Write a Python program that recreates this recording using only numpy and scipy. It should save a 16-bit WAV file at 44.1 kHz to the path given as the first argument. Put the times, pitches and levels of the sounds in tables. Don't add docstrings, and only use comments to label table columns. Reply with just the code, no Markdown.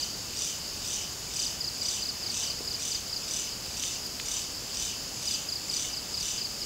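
import sys
import numpy as np
from scipy import signal
from scipy.fft import rfft, irfft, next_fast_len
from scipy.io import wavfile
from scipy.ndimage import map_coordinates

SR = 44100
rng = np.random.default_rng(int(sys.argv[2]) if len(sys.argv) > 2 else 0)


def waveform_to_disk(signal):
    frames = np.transpose(np.atleast_2d(signal))
    scaled = np.clip(frames, -1, 1) * 32767
    samples = np.round(scaled).astype(np.int16)
    wavfile.write(sys.argv[1], SR, samples)


def ratio(d):
    e = np.asarray(d, float) / 20
    return 10 ** e


N = 293265
TOP_HZ = 15740

# (frequency [Hz], density [dB per Hz], side below mid [dB])
AIR_SPECTRUM = [(15, -19, -21), (30, -5, -15), (61.4, 0.5, -23), (110, -1.5, -20), (255, -4.5, -17.5),
                (510, -8, -16.5), (1000, -11, -14.5), (1940, -14, -17), (3970, -13.5, -22.5),
                (8600, -17.5, -15), (11100, -19, -8), (13000, -19, -10.5), (17000, -19.5, -5)]
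# (time [s], level [dB])
CHORUS_LEVEL = [
    (0.0, -40.5),
    (1.17, -41.5),
    (1.85, -41),
    (2.31, -40.5),
    (2.8, -41),
    (3.9, -40.5),
    (6.25, -41.8),
    (6.65, -40.3),
]
# (time of mark [s], level [dB])
SWELLS = [(-.096, 1), (.391, .1), (.877, 0.3), (1.364, .1), (1.857, -0.5), (2.344, -0.3), (2.823, .1),
          (3.309, 0), (3.797, -0.1), (4.285, 0.8), (4.77, -0.5), (5.255, .1), (5.741, 0.9), (6.228, -0.2),
          (6.714, .1)]
# (time from mark [s], level [dB])
EFFORT = [
    (-.2, -10),
    (-.12, -6.5),
    (-.05, -6),
    (0, -2),
    (.05, 1),
    (.1, -0.5),
    (.15, -4.5),
    (.2, -9),
    (.287, -8.5),
]
# (frequency [Hz], width [Hz], level [dB], growth with effort [dB per dB], lag [s])
BODY_MODES = [(2666, 154, -13, 0.56, 0.013), (2990, 225, -5.5, 1.23, 0.029),
              (3607, 370, -5.5, 1.55, 0.0029), (3900, 230, -22, 1.6, 0.011),
              (5400, 970, -3.5, 0.82, 0.0044), (6040, 270, -5, 1.15, 0.021),
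              (6400, 360, -3.5, 0.76, 0.0045), (6700, 180, -9.5, 0.46, 0.00025),
              (6910, 220, -6.5, 0.51, 0.021), (7210, 300, -2, 0.98, -0.00024),
              (7500, 400, -10, 1.2, 0.0005), (7940, 240, -6.5, 1.17, -0.003),
              (8450, 180, -16, 1.7, -0.0051), (9100, 590, -18, 1.2, 0.0099), (9600, 540, -23, 1.3, .0),
              (12060, 510, -23, 1.8, 0.0038), (13600, 5000, -18, 1.5, .0)]
# (delay [s], pitch [ratio], level [dB])
RIBS = [
    (0, .99, 0),
    (.0055, 1.012, -1.5),
    (.011, 1.015, -10),
]
# (first stroke [s], last stroke [s], peak [dB], weak lead-in stroke [dB])
NEAR_CHIRPS = [(0.023, 0.023, -27, -28.5), (1.3906, 1.458, -28.5, -33), (1.6042, 1.6704, -29, -46),
               (1.8124, 1.8795, -28.5, -36), (2.0191, 2.085, -29, -41), (2.2247, 2.291, -28.5, -50),
               (2.4315, 2.4975, -30, -44), (2.671, 2.7384, -30.2, -44), (2.912, 2.9442, -28.2, -44),
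               (3.123, 3.1579, -29.5, -37.5), (5.2715, 5.3391, -28, -38), (5.4833, 5.551, -30, -46),
               (5.6918, 5.758, -28.8, -46), (5.9304, 5.9664, -29.4, -44), (6.1377, 6.202, -28.5, -44),
               (6.3753, 6.442, -29.5, -44), (6.6143, 6.6143, -29, -47)]
# (first stroke [s], last
# stroke [s], peak [dB])
FAINT_CHIRPS = [
    (0.3687, 0.4022, -37),
    (3.0608, 3.0608, -36.6),
    (3.2747, 3.307, -36.3),
    (3.4868, 3.5194, -37),
    (3.7023, 3.7355, -39),
    (3.917, 3.9511, -42),
    (4.052, 4.052, -33),
]
# (time [s], peak [dB], ring [Hz], ring width [Hz], decay [s])
TENT_TICKS = [(2.292, -38, 500, 900, .002), (2.368, -30, 3200, 1800, .002), (2.427, -43, 450, 600, .002),
              (2.435, -26, 2800, 4000, .0015), (2.606, -33, 370, 300, .003),
              (3.663, -22.5, 4500, 9000, .0007), (3.665, -39, 800, 1200, .002),
              (3.8372, -16.5, 3300, 3500, .0008), (4.067, -21.5, 8000, 14000, .0006),
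              (4.198, -19, 3400, 2600, .0008), (4.2003, -21.5, 2300, 2600, .0008),
              (4.88, -39, 2300, 800, .003)]

START_HZ, SAG_HZ_PER_S, SAG_HZ_PER_S2 = 5160, 25e3, 1e6
ATTACK_S, ATTACK_DB = .007, 19
HOLD_TO_S, FADE_DB_PER_S = .011, 1000
STROKE_S, CUT_S = .024, .0015
STROKE_GAP_S, STROKE_GROWTH_DB = .0335, 0.53

SYLLABLE_GAP_S = .0272
DRUM_HZ, SLACK_HZ, SETTLE_S, LOWEST_HZ = 3010, 45, .025, 2300
POP_HZ, POP_DB = 2405, -45.5
RASP_DB = -37.5


def unit(x):
    return x / np.sqrt(np.mean(x ** 2) + 1e-20)


def filtered(x, response):
    m = next_fast_len(x.shape[-1] + 8192)
    spectrum = rfft(x, m) * response(np.fft.rfftfreq(m, 1 / SR))
    return irfft(spectrum, m)[..., :x.shape[-1]]


def mode(hz, width_hz):
    return lambda f: 1j * f * width_hz / (hz * hz - f * f + 1j * f * width_hz)


def add(track, s, sound):
    track[round((s + 1) * SR):][:len(sound)] += sound


def wobble(rate):
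    knots = rng.standard_normal(int(N * rate / SR) + 4)
    return map_coordinates(knots, [np.arange(N) * rate / SR])


def echoes(x, t60):
    t = np.arange(SR // 2) / SR
    tail = rng.standard_normal(len(t)) * ratio(-60 * t / t60) * (1 - np.exp(-t / .01))
    return signal.fftconvolve(x, tail / np.linalg.norm(tail))[:N]


def air():
    hz, db, side_db = np.transpose(AIR_SPECTRUM)

    def along(f, level_db):
        return ratio(np.interp(np.log(f + 1), np.log(hz), level_db))

    noise = rng.standard_normal((2, N))
    mid, side = filtered(noise, lambda f: np.array([along(f, db), along(f, db + side_db)]))
    return ratio(-42.0) * unit(np.array([mid + side, mid - side]))


def stroke(pitch):
    t = np.arange(int(STROKE_S * SR)) / SR
    hz = START_HZ - SAG_HZ_PER_S * t - SAG_HZ_PER_S2 * t * t
    attack_db = -ATTACK_DB * np.clip(1 - t / ATTACK_S, 0, 1) ** 2
    fade_db = -FADE_DB_PER_S * np.clip(t - HOLD_TO_S, 0, 1)
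    cut = np.clip((STROKE_S - t) / CUT_S, 0, 1)
    phase = 2 * np.pi * pitch * np.cumsum(hz) / SR + rng.uniform(0, 2 * np.pi)
    return ratio(attack_db + fade_db) * cut * np.sin(phase)


def chorus():
    dry = np.zeros(N)
    for pitch in np.linspace(.945, 1.1, num=9):
        starts = (rng.random(N) < 110 / SR) * ratio(rng.normal(0, 2, N))
        pitch_gain = ratio(-600 * (pitch - 1.018) ** 2)
        dry += pitch_gain * signal.fftconvolve(starts, stroke(pitch))[:N]
    s, db = np.transpose(CHORUS_LEVEL)
    level = ratio(np.interp(np.arange(N) / SR, s, db) + .7 * wobble(9))
    return level * unit(1.3 * dry + echoes(dry, t60=.5))


def rasp():
    t = np.arange(N) / SR
    marks = np.transpose(SWELLS)[0]
    turns = np.interp(t, marks, np.arange(len(marks)))
    s, effort_db = np.transpose(EFFORT)
    period = s[-1] - s[0]
    clicks = (rng.random(N) < 3000 / SR) * rng.standard_normal(N) * ratio(1.5 * wobble(37))
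    sound = np.zeros(N)
    for hz, width_hz, db, growth, lag in BODY_MODES:
        since_mark = (turns * period - lag - s[0]) % period + s[0]
        shifted = np.roll(clicks, rng.integers(N))
        ring = filtered(shifted, lambda f: mode(hz, 1.5 * width_hz)(f) ** 2)
        sound += ratio(db + growth * np.interp(since_mark, s, effort_db)) * unit(ring)
    sound = sound + ratio(-4) * echoes(sound, t60=0.27)
    return ratio(RASP_DB - 4) * sound


def plateau(s, peak_db, rise, start, end, fall):
    return peak_db - rise * max(start - s, 0) - fall * max(s - end, 0)


def burst(hz, length):
    u = np.arange(int(4 * length * SR)) / SR / length
    envelope = u * np.exp(1 - u * u / 2 - .5)
    return envelope * np.sin(2 * np.pi * hz * length * u + rng.uniform(0, 6.24))


def syllables():
    track = np.zeros(N + 2 * SR)
    for mark, swell_db in SWELLS:
        for s in SYLLABLE_GAP_S * np.arange(-3, 7):
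            hz = max(DRUM_HZ - SLACK_HZ * np.exp(-s / SETTLE_S), LOWEST_HZ)
            ring_db = swell_db + plateau(s, peak_db=-26, rise=600, start=-.017, end=.075, fall=170)
            bright_db = swell_db + plateau(s, peak_db=-37, rise=260, start=-.022, end=.062, fall=200)
            ground_db = swell_db + plateau(s, peak_db=-46, rise=200, start=.02, end=.12, fall=70)

            pop = burst(POP_HZ * rng.normal(1, .045), length=.003)
            add(track, mark + s - .005, ratio(POP_DB + rng.normal(0, 2)) * pop)
            snap = burst(6500, length=.00009)
            add(track, mark + s, ratio(bright_db + 11 + rng.normal(0, 1.5)) * snap)
            ground = burst(0.985 * hz * rng.normal(1, 0.0076), length=0.0047)
            add(track, mark + s, ratio(ground_db + rng.normal(0, 2.3)) * ground)

            for delay, rise, rib_db in RIBS:
                at = mark + s + delay + rng.normal(0, .0008)
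                chance = rng.normal(0, 2.4, 5)
                rib_ring_db, rib_bright_db = ring_db + rib_db, bright_db + rib_db
                add(track, at, ratio(rib_ring_db + chance[0] / 2) * burst(2 * hz * rise, length=.0016))
                add(track, at, ratio(rib_bright_db - 4 + chance[1]) * burst(2.97 * hz, length=.0013))
                add(track, at, ratio(rib_bright_db + chance[2]) * burst(2.83 * hz * rise, length=0.0013))
                add(track, at, ratio(rib_bright_db - 17.0 + chance[3]) * burst(4 * hz * rise, length=0.0027))
                add(track, at, ratio(rib_bright_db + 1.0 + chance[4]) * burst(3650, length=0.0008))
    dry = track[SR:SR + N]
    return dry + ratio(-8) * echoes(dry, t60=0.45)


def cricket():
    track = np.zeros(N + 2 * SR)
    strokes = [(first - STROKE_GAP_S, lead_db) for first, _, _, lead_db in NEAR_CHIRPS]
    for first, last, db, *_ in NEAR_CHIRPS + FAINT_CHIRPS:
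        times = np.linspace(first, last, round((last - first) / STROKE_GAP_S) + 1)
        strokes += [(s, db + STROKE_GROWTH_DB * k) for k, s in enumerate(times)]
    for s, db in strokes:
        add(track, s, ratio(db + 1.0) * stroke(rng.normal(1, 0.0046)))
    dry = track[SR:SR + N] * ratio(1.2 * wobble(220))
    return dry + ratio(-12.5) * echoes(dry, t60=0.35)


def tent():
    track = np.zeros(N + 2 * SR)
    t = np.arange(SR // 20) / SR
    for s, db, hz, width_hz, decay in TENT_TICKS:
        snap = (14 * (t == 0) + rng.standard_normal(len(t))) * np.exp(-t / decay)
        tick = filtered(snap, lambda f: mode(hz, width_hz)(f) ** 2)
        add(track, s, ratio(db) * tick / np.abs(tick).max())
    sweep = np.exp(-((np.arange(N) / SR - 2.36) / 0.29) ** 2)
    cloth = filtered(rng.standard_normal(N) * ratio(2.2 * wobble(60)), mode(730, 1600))
    return track[SR:SR + N] + ratio(-54) * sweep * unit(cloth)


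def scene():
    return air() + chorus() + rasp() + syllables() + cricket() + tent()


def low_pass(x):
    return signal.sosfilt(signal.butter(12, 16540, fs=SR, output="sos"), x)


def record(dry):
    mix = filtered(dry, lambda f: f < TOP_HZ)
    return low_pass(mix)


dry = scene()
out = record(dry)
waveform_to_disk(out)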